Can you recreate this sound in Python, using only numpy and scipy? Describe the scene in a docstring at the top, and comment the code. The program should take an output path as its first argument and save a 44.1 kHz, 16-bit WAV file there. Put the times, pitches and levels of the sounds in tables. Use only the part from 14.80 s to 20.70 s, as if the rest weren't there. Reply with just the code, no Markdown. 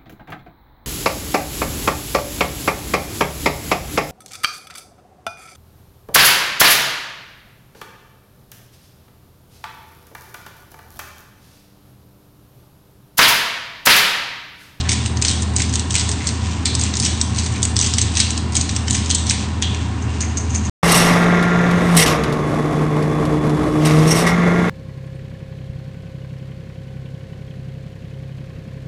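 """A hand pepper mill is twisted back and forth over a wok in a small kitchen, then shaken.
Shaped noise bursts make the peppercorns crack in the burr and the cap knock; the end of a crack dies away
at the start, then grainy noise makes palms scuff the barrel. Showers of random taps rattle loose corns in
the glass, and hard walls ring after each. An extractor fan hums throughout, a wavering sine over filtered
noise, and sparse pops sizzle faintly."""
import sys
import numpy as np
from scipy import signal
from scipy.fft import rfft, irfft, next_fast_len
from scipy.io import wavfile
from scipy.ndimage import uniform_filter1d, minimum_filter1d

SR = 44100
rng = np.random.default_rng(int(sys.argv[2]) if len(sys.argv) > 2 else 0)


def dump_mix(stems):
    """Bounce the given channels to the path in sys.argv[1] as a 16-bit WAV at rate SR."""
    frames = np.atleast_2d(stems).T  # one column per channel
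    limited = np.clip(frames, -1, 1)  # hard clip at full scale
    pcm = np.round(limited * 32767).astype(np.int16)
    wavfile.write(sys.argv[1], SR, pcm)


N = 260053  # length of the scene (samples)


def amp(db):
    """Decibels to gain."""
    return 10 ** (np.asarray(db) / 20)


def unit(x):
    """Scales to an rms of one."""
    return x / np.sqrt(np.mean(x ** 2) + 1e-20)


def read(points, hz):
    """Reads a table on a log-frequency axis."""
    f, value = np.transpose(points)
    return np.interp(np.log(hz + 1), np.log(f + 1), value)


def add(mix, s, sound):
    """Mixes a sound in at time s."""
    part = mix[max(round(s * SR), 0):][:len(sound)]
    part += sound[:len(part)]


def colour(x, points):
    """Filters by a smooth spectrum."""
    size = next_fast_len(len(x) + 2048)
    gain = amp(read(points, np.fft.rfftfreq(size, 1 / SR)))
    return irfft(rfft(x, size) * gain, size)[:len(x)]


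def drift(rate_hz):
    """Slow random wander with an rms of one."""
    hz = np.fft.rfftfreq(N, 1 / SR)
    return unit(irfft(rfft(rng.standard_normal(N)) / (1 + (hz / rate_hz) ** 4), N))


def flatten(x):
    """Gives a burst an even spectrum and keeps its phases, as when heard from all sides at once."""
    spectrum = rfft(x, 4096)
    return irfft(spectrum / (abs(spectrum) + 1e-12))[:len(x)]


# air rushing through the hood: f [Hz], relative level [dB per Hz]
AIR_COLOUR = [(20, -21.5), (42, -14.5), (58, -8), (90, 1), (130, -3), (152, -12), (215, 1.5), (270, -3),
              (340, -10), (560, -21), (760, -17), (1050, -17.5), (1300, -20.5), (2700, -26), (4500, -33),
              (9000, -36)]
# resonances of the hood and its duct: f [Hz], nominal width [Hz], rms level [dB]
DUCT_MODES = [(107.45, 14, -29), (117.9, 11, -31), (169, 11, -38.5), (201.5, 7.8, -38), (409.8, 22, -46.5),
              (756, 32, -48), (986, 70, -45.5), (1082, 12, -49), (1807, 69, -50.5), (2787, 41, -50.5)]
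FAN_HZ = 80.7


def fan(hum_db=-23, air_db=-27.0, wobble=0.0031, throb_db=0.6):
    """The rotor hums on one low note while turbulent air stirs the duct's resonances."""
    turns = np.cumsum(FAN_HZ * (1 + wobble * drift(1.9))) / SR
    hum = amp(hum_db + throb_db * drift(3.3)) * unit(np.sin(2 * np.pi * turns))
    hz = np.fft.rfftfreq(N, 1 / SR)
    duct = np.zeros(N)
    for f, width_hz, db in DUCT_MODES:
        resonance = 1 / (1 + ((hz - f) / (width_hz * 0.56)) ** 2)
        duct += amp(db) * unit(irfft(rfft(rng.standard_normal(N)) * resonance, N))
    air = amp(air_db) * unit(colour(rng.standard_normal(N), AIR_COLOUR))
    return hum + duct + air


# frying in the wok: f [Hz], relative level [dB per Hz]
SIZZLE_COLOUR = [(800, -20), (2500, 2.5), (4500, -1), (6500, -0.5), (8000, -2), (9000, -9.5)]


def sizzle(level_db=-41, pops_per_s=5000, spread_db=3, swell_db=5.0):
    """Countless tiny steam bubbles burst in the wok."""
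    sizes = rng.standard_normal(N) * amp(spread_db * rng.standard_normal(N))
    pops = sizes * (rng.random(N) < pops_per_s / SR)
    return amp(level_db + swell_db * drift(3.6)) * unit(colour(pops, SIZZLE_COLOUR))


# the end of a crack already dying away (first row), then palms scuff on the barrel:
# t [s], length [s], rms level [dB], centre f [Hz]
CRACK_END_AND_SCUFFS = [(0.0, 0.019, -25.5, 4070), (0.047, 0.042, -34, 1770), (1.385, 0.099, -37, 2220),
                        (2.738, 0.041, -35, 2400), (4.065, 0.029, -37, 2200), (5.407, 0.039, -35, 2220)]


def crack_end_and_scuffs(grain_db=3):
    """Short, grainy, hollow noise: the end of a crack, then skin sliding over the barrel."""
    out = np.zeros(N)
    for s, length_s, db, centre_hz in CRACK_END_AND_SCUFFS:
        count = round(length_s * SR)
        rub, slips = rng.standard_normal((2, SR // 4))[:, :count]
        grain = amp(grain_db * unit(uniform_filter1d(slips, size=80)))
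        rub = rub * grain * signal.windows.tukey(len(rub), .5)
        band = [(centre_hz / 2, -20), (centre_hz, 0), (centre_hz * 1.2, -10), (centre_hz * 5, -24)]
        add(out, s, amp(db) * unit(colour(rub, band)))
    return out


# ring time of the kitchen: f [Hz], t60 [s]
RING_TIMES = [(300, .5), (2000, 0.42), (4000, 0.77), (6500, 0.5), (9000, 0.54)]


def echo_tail(build_s=0.0036, grain_db=3.5):
    """Reflections thicken over the first milliseconds, then each band dies at its own speed."""
    count = SR * 3 // 4
    taps = rng.choice([-1, 1], count) * amp(grain_db * rng.standard_normal(count))
    taps = taps * (rng.random(count) < 1 / 14)  # one sample in 14 holds a reflection, on average
    hz, t, bands = signal.stft(taps, SR, nperseg=256)
    decay = amp(-60 * t / read(RING_TIMES, hz)[:, None])
    tail = signal.istft(bands * decay, SR, nperseg=256)[1]
    tail = tail * np.minimum(np.arange(len(tail)) / SR / build_s, 1) ** 2
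    return tail / np.linalg.norm(tail)


# colour of the kitchen's echo: f [Hz], level [dB]
WALL_COLOUR = [(500, 6.5), (2000, 2), (3500, 2.5), (5000, -3.5), (6400, -3.5), (9000, -2.5)]


def kitchen(x, count=8, sets_per_s=13):
    """The mill moves with the hands, so its echo passes through changing sets of reflections."""
    place = np.arange(N) / SR * sets_per_s
    out = np.zeros(N)
    for k in range(count):
        # neighbouring sets crossfade, round and round
        away = np.minimum(abs((place - k) % count - count / 2), 1)
        out += signal.fftconvolve(x * np.cos(np.pi / 2 * away), echo_tail())[:N]
    return colour(out, WALL_COLOUR)


# fragments: level at the two ends of a turn, scatter in size, share sent into the room (dB)
EASE_DB, SCATTER_DB, CRUSH_ROOM_DB = -2, 4.5, 3
# fragments: brightness from 7.8 kHz up and its scatter from one to the next (dB)
CRUSH_BRIGHT_DB, BRIGHT_SCATTER_DB = -0.5, -0.5


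def fragments(start_s, length_s, db, weight_db, count):
    """One turn of the burr breaks fragments at uneven moments, hardest in mid-turn."""
    when, size, bright = rng.random((count, 3)).T
    along = (np.arange(count) + when) / count
    levels_db = db + EASE_DB * (2 * along - 1) ** 2 + SCATTER_DB * (2 * size - 1)
    brights_db = CRUSH_BRIGHT_DB + BRIGHT_SCATTER_DB * (2 * bright - 1)
    return [(start_s + length_s * a, level_db, weight_db, bright_db, CRUSH_ROOM_DB)
            for a, level_db, bright_db in zip(along, levels_db, brights_db)]


# weight around 2 kHz in hard and in light turns, a loud crack's share sent into the room (dB)
CRUSH_WEIGHT_DB, LIGHT_WEIGHT_DB, CRACK_ROOM_DB = -1, -1.5, -3
NIP_S = .035  # the burr nips the corns this long before it bites (s)
CHIP_S, CHIP_DB = .006, -14.5  # a corn chips before it splits: mean lead (s), level against the crack (dB)
BACK_LAG_S, BACK_S = 0.13, .08  # back turn: delay from mid-twist to its own middle (s), length (s)
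# whole peppercorns that split with a loud crack:
# t [s], relative level [dB], weight around 2 kHz [dB], brightness from 7.8 kHz up [dB]
LOUD_CRACKS = [(0.092, -7.5, 4.5, -3.5), (0.1168, -10, 7, 2), (0.26, -11, 6, 1.5), (0.371, -17.5, -4, -15),
               (0.4225, -6, 3.5, 2), (0.4492, -6.5, -2, -1), (0.4832, -8, -19, -5), (0.6216, -13, 2, 7),
               (0.7635, -6.5, 0, 5.5), (0.8013, -13.5, 8.5, -4), (0.8192, -9.5, -4, 0),
               (0.9383, -12.5, 2, 4), (0.9558, -6, -4, 2), (0.995, -12, -4, 0), (1.1068, -12, 6, 1),
               (1.153, -4.5, 10, 6), (1.195, -11, -9, 8), (1.291, -10.5, 0, 5), (1.3151, -10.5, 3, 5),
               (1.4703, -5, -15, 5), (1.4894, -13.5, 0, -3), (1.8553, -7.5, -1, -4), (1.9512, -8.5, -6, 1),
               (1.995, -12.5, 6, 9.5), (2.012, -8.5, -4, 1.5), (2.036, -8, 1, 9), (2.138, -14, 0, -9),
               (2.1537, -15, -10, 1), (2.169, -9.5, -2, 4), (2.1992, -6.5, -21, 0), (2.251, -4.5, -13, 1),
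               (2.413, -4.5, -2.5, 4), (2.5867, -7, -6, -3), (2.6632, -13.5, 0, -1),
               (2.8292, -4.5, -8, 2.5), (2.852, -8, 5, 7), (2.9653, -5.5, -5, 2), (2.99, -6.5, -12, -5),
               (3.0132, -7.5, -3, 3), (3.1371, -8.5, -9, -5), (3.1833, -4, -2, -1), (3.215, -4, -9, 3.5),
               (3.3701, -6, -0.5, -4), (3.4013, 0, 2, 1), (3.5051, -11, -5, 0), (3.576, -12.5, 1, 2.5),
               (3.753, -5.5, -2, 3), (3.7663, -2, 2, 7), (3.8117, -9.5, -8, 1.5), (3.8922, -13, 0, -7),
               (3.963, -9.5, 0, -1.5), (4.0811, -13, 3, -4.5), (4.1077, -6, -1, 8), (4.149, -11.5, 12, 3),
               (4.261, -21, 2, -13), (4.3018, -7.5, -7, -1), (4.3108, -7, -14, -5), (4.348, 0.5, -12, 8),
               (4.4964, -5.5, -4, 0.5), (4.5086, -4.5, 8, 4), (4.823, -10.5, 6.5, 2),
               (4.9463, -19.5, 11, 0)]
# the wrist twists about three times a second, crushing fragments, then turns back lightly:
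# start t [s], length [s], relative levels of twist, of the nip before it and of the back turn [dB]
WRIST_TWISTS = [(0.094, 0.042, -16.5, -35, -28), (0.445, 0.069, -13.5, -19.5, -29),
                (0.765, 0.071, -18, -31, -19), (1.133, 0.083, -15, -21, -27),
                (1.45, 0.035, -27, -30.5, -49), (1.855, .022, -22, -45, -33), (2.215, .06, -14, -27, -26),
                (2.574, 0.09, -20.5, -19.5, -21), (2.991, 0.082, -13, -20, -24),
                (3.351, .065, -13, -25, -31), (3.752, 0.066, -20.5, -23.5, -25),
                (4.098, 0.085, -17, -29, -23), (4.485, 0.041, -21, -17, -45)]


def breaks():
    """All that breaks in the burr: (t/s, level/dB, weight/dB, brightness/dB, share to the room/dB)."""
    rows = []
    for s, db, weight_db, bright_db in LOUD_CRACKS:
        chip_s = s - CHIP_S * (.5 + rng.random())
        rows.append((chip_s, db + CHIP_DB, LIGHT_WEIGHT_DB, bright_db, CRACK_ROOM_DB))
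        rows.append((s, db, weight_db, bright_db, CRACK_ROOM_DB))
    for start_s, length_s, db, nip_db, back_db in WRIST_TWISTS:
        back_start_s = start_s + length_s / 2 + BACK_LAG_S - BACK_S / 2
        rows += fragments(start_s - NIP_S, NIP_S, nip_db, LIGHT_WEIGHT_DB, count=3)
        rows += fragments(start_s, length_s, db, CRUSH_WEIGHT_DB, count=9)
        rows += fragments(back_start_s, BACK_S, back_db, LIGHT_WEIGHT_DB, count=4)
    return rows


RIPPLE_DB = 3  # each piece rings in its own way: unevenness of its spectrum (dB)
# colour of a crack leaving the mill: f [Hz], level [dB]
MILL_COLOUR = [(300, -34), (1200, -26.5), (1700, -8.5), (2900, -7), (3500, -4), (4600, -2), (5700, -1),
               (6300, 3), (7200, -1.5), (7900, 1), (9000, -4), (10000, -9)]


def cracks(rise_s=0.00074, fade_s=0.0024, splinter_db=-12, splinter_s=0.00974,
           crumble_db=-23, crumble_s=0.018):
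    """Each corn snaps, splits twice more and crumbles; returns the direct sound and what enters the room."""
    t = np.arange(SR // 25) / SR
    hz = np.arange(300, 10400, 400)
    direct, sent = np.zeros(N), np.zeros(N)
    for s, db, weight_db, bright_db, room_db in breaks():
        grit, crumbs = rng.standard_normal((2, len(t)))
        starts = np.r_[0, splinter_s * rng.uniform(.2, 1, 2)]  # the snap, then two splinters
        age = np.maximum(t - starts[:, None], 0)
        snaps = np.minimum(age / rise_s, 1) * np.exp(-np.maximum(age - rise_s, 0) / fade_s)
        splinters = amp(splinter_db) * snaps[1:]
        dust = amp(crumble_db + 6.6 * unit(uniform_filter1d(crumbs, size=50))) * np.exp(-t / crumble_s)
        burst = grit * np.sqrt(snaps[0] ** 2 + np.sum(splinters ** 2, axis=0) + dust ** 2)
        # each piece has its own weight around 2 kHz and its own brightness at the top
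        tone = [(1000, 0), (1700, weight_db), (2600, weight_db),
                (3900, 0.0079), (5000, 0.0031), (7800, np.clip(bright_db, -9, 10))]
        ripple = RIPPLE_DB * rng.standard_normal(len(hz))
        spectrum = np.c_[hz, read(MILL_COLOUR, hz) + read(tone, hz) + ripple]
        add(direct, s, amp(db) * unit(colour(burst, spectrum)))
        add(sent, s, amp(db + room_db) * unit(colour(flatten(burst), spectrum)))
    return direct, sent


# the cap knocks as the grip changes: t [s], relative level [dB], ring f [Hz]
CAP_KNOCKS = [(0.0902, -28, 3700), (1.856, -18.5, 4000), (4.3023, -21.5, 3330), (4.824, -19.5, 3270)]
# broad resonance of the hand-damped cap: multiple of the ring frequency [ratio], level [dB]
CAP_COLOUR = [(.3, -28), (.55, -16.5), (.7, -14), (.9, -3.5), (1.03, 0.5), (1.2, -5), (1.5, -12),
              (2.0, -6.5), (2.8, -24)]


def knocks(fade_s=0.011):
    """The cap chatters against the barrel for a few milliseconds, coloured by its resonance."""
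    t, out = np.arange(SR // 25) / SR, np.zeros(N)
    for s, db, ring_hz in CAP_KNOCKS:
        chatter = flatten(rng.standard_normal(len(t)) * np.exp(-t / fade_s))
        resonance = [(ring_hz * ratio, gain_db) for ratio, gain_db in CAP_COLOUR]
        add(out, s, amp(db) * unit(colour(chatter, resonance)))
    return out


# loose corns thrown against the glass:
# t [s], relative level [dB], rise [s], fade [s], relative level of the first hard tap [dB]
CORN_SHAKES = [(5.218, -33.5, .006, 0.018, -32), (5.406, -19, 0.0029, 0.031, -12),
               (5.571, -18, 0.0017, 0.023, -19), (5.689, -26, 0.011, 0.051, -44),
               (5.744, -17, 0.0059, 0.019, -20.5), (5.84, -26, 0.015, 0.018, -29)]
# colour of the glass chamber: f [Hz], level [dB]
GLASS_COLOUR = [(600, -20), (1600, -23), (2300, -13), (3400, -24), (4300, -16), (5700, -11), (6100, -1),
                (6450, 5), (6900, -2), (7500, -9.5), (9000, -15)]


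def shakes(taps_per_s=900, spread_db=4, tap_s=0.0061, tap_db=-11.5):
    """Each shake lands with one hard tap and a shower of tiny ones on the glass."""
    t, out = np.arange(SR // 8) / SR, np.zeros(N)
    for s, db, rise_s, fade_s, first_db in CORN_SHAKES:
        taps = rng.choice([-1, 1], len(t)) * amp(spread_db * rng.uniform(-1.6, 1.5, len(t)))
        taps = taps * (rng.random(len(t)) < taps_per_s / SR)
        shape = np.minimum(t / rise_s, 1) ** 2 * np.exp(-np.maximum(t - rise_s, 0) / fade_s)
        add(out, s, amp(db) * unit(colour(taps * shape, GLASS_COLOUR)))
        hard_tap = rng.standard_normal(len(t)) * np.exp(-t / tap_s)
        add(out, s, amp(first_db + tap_db) * unit(colour(hard_tap, MILL_COLOUR)))
    return out


def scene(crack_db=-14.0, crack_room_db=-17, knock_db=-5, knock_room_db=-5.5,
          shake_db=-11, shake_room_db=-16):
    """The mill close by, its echo, the fan and the wok."""
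    rub = crack_end_and_scuffs()
    crunch, sent = cracks()
    cap, rattle = knocks(), shakes()
    direct = amp(crack_db) * crunch + amp(knock_db) * cap + amp(shake_db) * rattle + rub
    to_room = amp(crack_room_db) * sent + amp(knock_room_db) * cap + amp(shake_room_db) * rattle + rub / 2
    return (direct + kitchen(to_room) + fan() + sizzle())[None]


EDGE_HZ = 9080  # upper band limit


def record(dry):
    """A fast limiter between two equal band limits holds the sharpest cracks under full scale."""
    lowpass = signal.firwin(601, EDGE_HZ, window=("kaiser", 8), fs=SR)
    heard = signal.oaconvolve(dry, lowpass[None], "same")
    gain = 1 / np.maximum(abs(heard) / .98, 1)
    gain = uniform_filter1d(minimum_filter1d(gain, size=31), size=21)
    return signal.oaconvolve(heard * gain, lowpass[None], "same")


dry = scene()
out = record(dry)
dump_mix(out)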